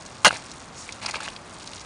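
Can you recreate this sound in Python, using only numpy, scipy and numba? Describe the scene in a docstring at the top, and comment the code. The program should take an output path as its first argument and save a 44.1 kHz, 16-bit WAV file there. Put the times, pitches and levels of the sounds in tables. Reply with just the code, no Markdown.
"""A low, steady wind rumbles while two rubber boots brush over wet soil and pull out of soft mud.
The first seal breaks at once: a spray of tearing mud, a volley of air pockets, a gulp as air fills the hole.
The freed boot swishes past wet leaves, then the second peels out slowly with small pops and squelches.
Thin wet films tick as the feet move, and the rough ground scatters a brief echo."""
import sys
import numpy as np
from scipy import signal
from scipy.fft import rfft, irfft, next_fast_len
from scipy.io import wavfile
from numba import njit

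SR = 44100
rng = np.random.default_rng(int(sys.argv[2]) if len(sys.argv) > 2 else 0)


def master(y):
    """Save y as 16-bit WAV."""
    cut = np.clip(np.atleast_2d(y).T, -1, 1)
    pcm = np.round(cut * 32767)  # scale
    wavfile.write(sys.argv[1], SR, pcm.astype(np.int16))


N = 81585


def undb(db):
    """Decibels to gain."""
    return 10 ** (np.asarray(db) / 20)


def unit(x):
    """Scale to rms 1."""
    return x / np.sqrt(np.mean(x ** 2))


def since(start):
    """Seconds since a moment, zero before it."""
    return np.maximum(np.arange(N) / SR - start, 0)


def fader(points):
    """Gain over time from (time, level) points."""
    return undb(np.interp(since(0), *np.array(points).T))


def equalise(x, points):
    """Minimum-phase EQ through (frequency, gain) points; rms 1."""
    hz, db = np.array(points).T
    size = next_fast_len(N) * 2
    bins_hz = np.maximum(np.fft.rfftfreq(size, 1 / SR), 1)
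    gain = undb(np.interp(np.log(bins_hz), np.log(hz), db))
    cepstrum = irfft(np.log(gain))
    cepstrum[1:size // 2] *= 2  # folded so that nothing rings ahead of a click
    cepstrum[size // 2 + 1:] = 0
    return unit(irfft(rfft(x, size) * np.exp(rfft(cepstrum)))[:N])


def clicks(per_s, spread_db):
    """Random tiny ruptures of uneven size."""
    hits = rng.random(N) < per_s / SR
    polarity = np.sign(rng.standard_normal(N))
    return hits * polarity * undb(spread_db * np.clip(rng.standard_normal(N), -2, 2))


def bubbles(per_s, spread_db, bands=30):
    """Tiny bubbles of random pitch, each ringing for a few cycles."""
    out = 0
    for hz in np.geomspace(300, 9500, bands):
        ruptures = unit(clicks(per_s / bands, spread_db))
        out += signal.lfilter(*signal.iirpeak(hz, Q=3.35, fs=SR), ruptures)
    return out


def hiss(hz, width):
    """Noise sent twice through a resonance whose bandwidth is width * hz; rms 1."""
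    b, a = signal.iirpeak(hz, 1 / width, fs=SR)
    return unit(signal.lfilter(b, a, signal.lfilter(b, a, rng.standard_normal(N))))


# Dark tone of the wind (frequency [Hz], gain [dB])
WIND_EQ = [(15, -19), (25, -6), (75, -1.5), (137, -2), (245, -4), (414, -8), (1150, -6), (1530, -10.5),
           (3320, -22.5), (5620, -24), (10000, -29), (13000, -86), (22000, -120)]

def wind():
    """Wind lays a steady bed of low rumble."""
    return undb(-43.5) * equalise(rng.standard_normal(N), WIND_EQ)


# Swells of the boots brushing the ground (time [s], level [dB])
BRUSH_FADER = [(0, -49.5), (.06, -50.5), (.2, -49.5), (.34, -49), (.44, -48), (.62, -48.5), (.72, -54),
               (.86, -45), (.97, -47), (1.10, -55), (1.18, -60), (1.26, -43), (1.42, -56), (1.57, -46),
               (1.70, -46.5), (1.79, -41.5), (1.85, -48)]
# Bright tone of the brushing (frequency [Hz], gain [dB])
BRUSH_EQ = [(800, -20), (2000, -5), (3500, -1), (5800, -1.5), (7500, -3), (10000, -5.5)]

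def brush():
    """Boots brush over wet soil and leaves with a fine, grainy fizz."""
    return fader(BRUSH_FADER) * equalise(bubbles(per_s=11000, spread_db=13), BRUSH_EQ)


# Wet films snapping (time [s], centre [Hz], level [dB])
FILM_SNAPS = [(0.0616, 5660, -34), (0.3691, 5760, -31.5), (0.515, 5200, -30.5), (0.8908, 2520, -34.5),
              (0.923, 4760, -27), (1.0606, 4660, -24.5), (1.1100, 5230, -27), (1.156, 3930, -28.5),
              (1.363, 3800, -33), (1.6742, 4240, -28.5), (1.7340, 3780, -32.5)]

def film_ticks(decay_s=0.0042):
    """Thin wet films snap, each a short, bright burst of noise."""
    out = 0
    for start, hz, db in FILM_SNAPS:
        t = since(start)
        out += undb(db) * hiss(hz, width=0.69) * (t > 0) * np.exp(-t / decay_s)
    return out


# Jagged tone of tearing mud (frequency [Hz], gain [dB])
TEAR_EQ = [(120, -19), (500, -3.5), (950, 1), (1200, -8), (1650, 6.5), (1800, -2.5), (2070, 1), (2250, -18),
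           (2900, 1.5), (3200, -6), (3480, -12), (4270, -0.5), (5000, -12), (6200, -11), (8300, -15.5),
           (9500, -8.5), (10200, -33)]

def seal_tear(attack_s=0.0056, release_after_s=0.033, release_s=0.017):
    """The first boot's seal rips in a dense spray of ruptures."""
    t = since(0.246)
    attack = np.minimum(t / attack_s, 1)
    release = np.clip(1 - (t - release_after_s) / release_s, 0, 1) ** 2.08
    spray = equalise(clicks(per_s=9000, spread_db=4.5), TEAR_EQ)
    return undb(-11.5) * attack * release * spray


def cavity(start, hz, swell_ms, rise_per_swell=0.028, wobble_depth=0.1, wobble_s=0.0003):
    """An opening air cavity swells, climbs in pitch and dies fast; its soft walls make the note waver."""
    t = since(start)
    age = t / (swell_ms / 1000)  # loudest at 1
    wobble = unit(signal.lfilter([1], [1, -np.exp(-1 / (wobble_s * SR))], rng.standard_normal(N)))
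    pitch_hz = hz * (1 + rise_per_swell * age + wobble_depth * wobble)
    cycles = np.cumsum((t > 0) * pitch_hz) / SR
    envelope = (age * np.exp(1 - age)) ** 2
    return envelope * np.sin(2 * np.pi * cycles)


# Air pockets bursting (time [s], pitch [Hz], swell [ms], ring level [dB], crack level [dB])
POCKET_POPS = [(.2470, 1220, 1.6, -6.5, -3), (0.253, 1450, 1.8, -6, -8.5), (0.2552, 2900, 1.1, -3.5, -27),
               (0.2594, 1500, 1.5, -5, -36), (0.2621, 1154, 1.37, -2, -10), (.2668, 1060, 1.7, -12, -10),
               (0.2690, 528, 1.3, -1, -24), (0.276, 1470, 1.5, -9.5, -22), (.2895, 2600, 1.4, -18, -36),
               (0.3071, 1265, 1.2, -12, -52), (0.3268, 526, 1.15, -20, -40),
               (0.8905, 2200, 0.8, -24.5, -42), (1.0493, 860, 0.93, -22, -38),
               (1.0615, 4560, 1.3, -19, -36), (1.063, 1270, 1.8, -26, -41),
               (1.0837, 1120, 0.78, -26.5, -26), (1.0888, 2230, 0.9, -24, -36),
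               (1.1409, 1060, 0.87, -20, -45), (1.143, 1485, 1.15, -21, -40),
               (1.1448, 2280, 0.74, -21.5, -47), (1.1560, 2420, 0.88, -21.5, -43),
               (1.1569, 451, 3.1, -25.5, -61), (1.1675, 990, 1.1, -28.5, -40),
               (1.2035, 1310, 1.7, -23, -36), (1.2786, 1480, 0.51, -17.5, -40),
               (1.2852, 525, 1.3, -31, -26.5)]
# Tone of a pocket's wall cracking (frequency [Hz], gain [dB])
CRACK_EQ = [(150, -33.5), (600, -4.5), (1300, 5), (2300, -8.5), (3000, 7.5), (3600, -18), (4300, -9),
            (6200, 1), (8000, -14), (10000, -18)]

def air_pockets(crack_decay_s=0.0029, overtone_ratio=1.9, overtone_db=-12.5):
    """Each pocket cracks its wall and rings with a main note and a shorter overtone."""
    crackle = equalise(clicks(per_s=9000, spread_db=1.0), CRACK_EQ)
    out = 0
    for start, hz, swell_ms, ring_db, crack_db in POCKET_POPS:
        t = since(start)
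        ring = cavity(start, hz, swell_ms)
        ring += undb(overtone_db) * cavity(start, hz * overtone_ratio, swell_ms * 0.76)
        crack = crackle * (t > 0) * np.exp(-t / crack_decay_s)
        out += undb(ring_db) * ring + undb(crack_db) * crack
    return out


# Air filling the holes (time [s], pitch [Hz], swell [ms], level [dB])
AIR_GULPS = [(.2630, 330, 5.4, -20), (.2700, 180, 2.76, -18), (0.2787, 442, 1.7, -13),
             (.3050, 470, 1.6, -23.5), (1.1570, 830, 0.38, -31)]

def gulps():
    """Air rushes into the hole under a boot and rings it with short, hollow notes."""
    return sum(undb(db) * cavity(start, hz, swell_ms) for start, hz, swell_ms, db in AIR_GULPS)


# Swells of the mud's crackle (time [s], level [dB])
SQUELCH_FADER = [(.295, -62), (.301, -50), (.308, -32.5), (.333, -31), (.35, -35), (.385, -43.5),
                 (.44, -52), (.98, -102), (1.015, -41.5), (1.035, -33), (1.057, -38), (1.066, -30.5),
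                 (1.078, -42), (1.092, -33), (1.125, -44.5), (1.157, -32.5), (1.185, -41.5), (1.230, -36),
                 (1.262, -39), (1.30, -49), (1.42, -60)]
# Thick tone of wet mud (frequency [Hz], gain [dB])
SQUELCH_EQ = [(100, -4), (280, 3), (500, -3), (850, 1), (1300, -2), (1900, -2.5), (2500, -0.5),
              (3200, -6.5), (4200, -3), (6000, -12), (10000, -11)]

def squelch(burst_s=0.0055, burst_spread_db=3):
    """Mud crackles in bursts and lulls as it settles or peels from the rubber."""
    strength_db = burst_spread_db * np.clip(rng.standard_normal(N), -2, 1)
    bursts = unit(undb(np.interp(since(0) / burst_s, np.arange(N), strength_db)))
    crackle = equalise(bubbles(per_s=5600, spread_db=5), SQUELCH_EQ)
    return fader(SQUELCH_FADER) * bursts * crackle


def leaf_swish(peak_s=0.802, spread_s=0.033):
    """The freed boot swings past wet leaves: a smooth hiss that swells and fades."""
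    swell = np.exp(-((since(0) - peak_s) / spread_s) ** 2 / 2)
    return undb(-41.5) * swell * hiss(hz=6170, width=0.54)


def ground_scatter(sound, decay_s=0.0043):
    """Rough ground throws back a very short, diffuse echo."""
    echo = rng.standard_normal(N) * np.exp(-since(0) / decay_s)
    return undb(-11.5) * signal.fftconvolve(sound, echo / np.linalg.norm(echo))[:N]


def scene():
    """The wind bed, the boots in the mud and their echo, mixed in mono."""
    boots = brush() + film_ticks() + seal_tear() + air_pockets() + gulps() + squelch() + leaf_swish()
    return (wind() + boots + ground_scatter(boots))[None]


@njit
def follow(x, attack_s, release_s):
    """Envelope follower with separate rise and fall times."""
    out, level = np.empty(len(x)), 0.
    for i in range(len(x)):
        lag_s = attack_s if abs(x[i]) > level else release_s
        level += (abs(x[i]) - level) / (lag_s * SR)
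        out[i] = level
    return out


def record(dry, threshold_db=-17, ratio=1.53, low_cut_hz=42, clip_db=-1.0):
    """A gentle compressor and a low cut, then two stages that each clip any top peaks and cut the highs."""
    level = follow(dry[0], attack_s=0.0065, release_s=0.017)
    gain = np.maximum(level / undb(threshold_db), 1) ** (1 / ratio - 1)
    sound = signal.lfilter(*signal.butter(2, low_cut_hz, "high", fs=SR), dry * gain)
    for top_hz in (10000, 15500):
        high_cut = signal.ellip(10, .2, 85, top_hz, fs=SR, output="sos")
        sound = signal.sosfilt(high_cut, np.clip(sound, -undb(clip_db), undb(clip_db)))
    return sound


dry = scene()
out = record(dry)
master(out)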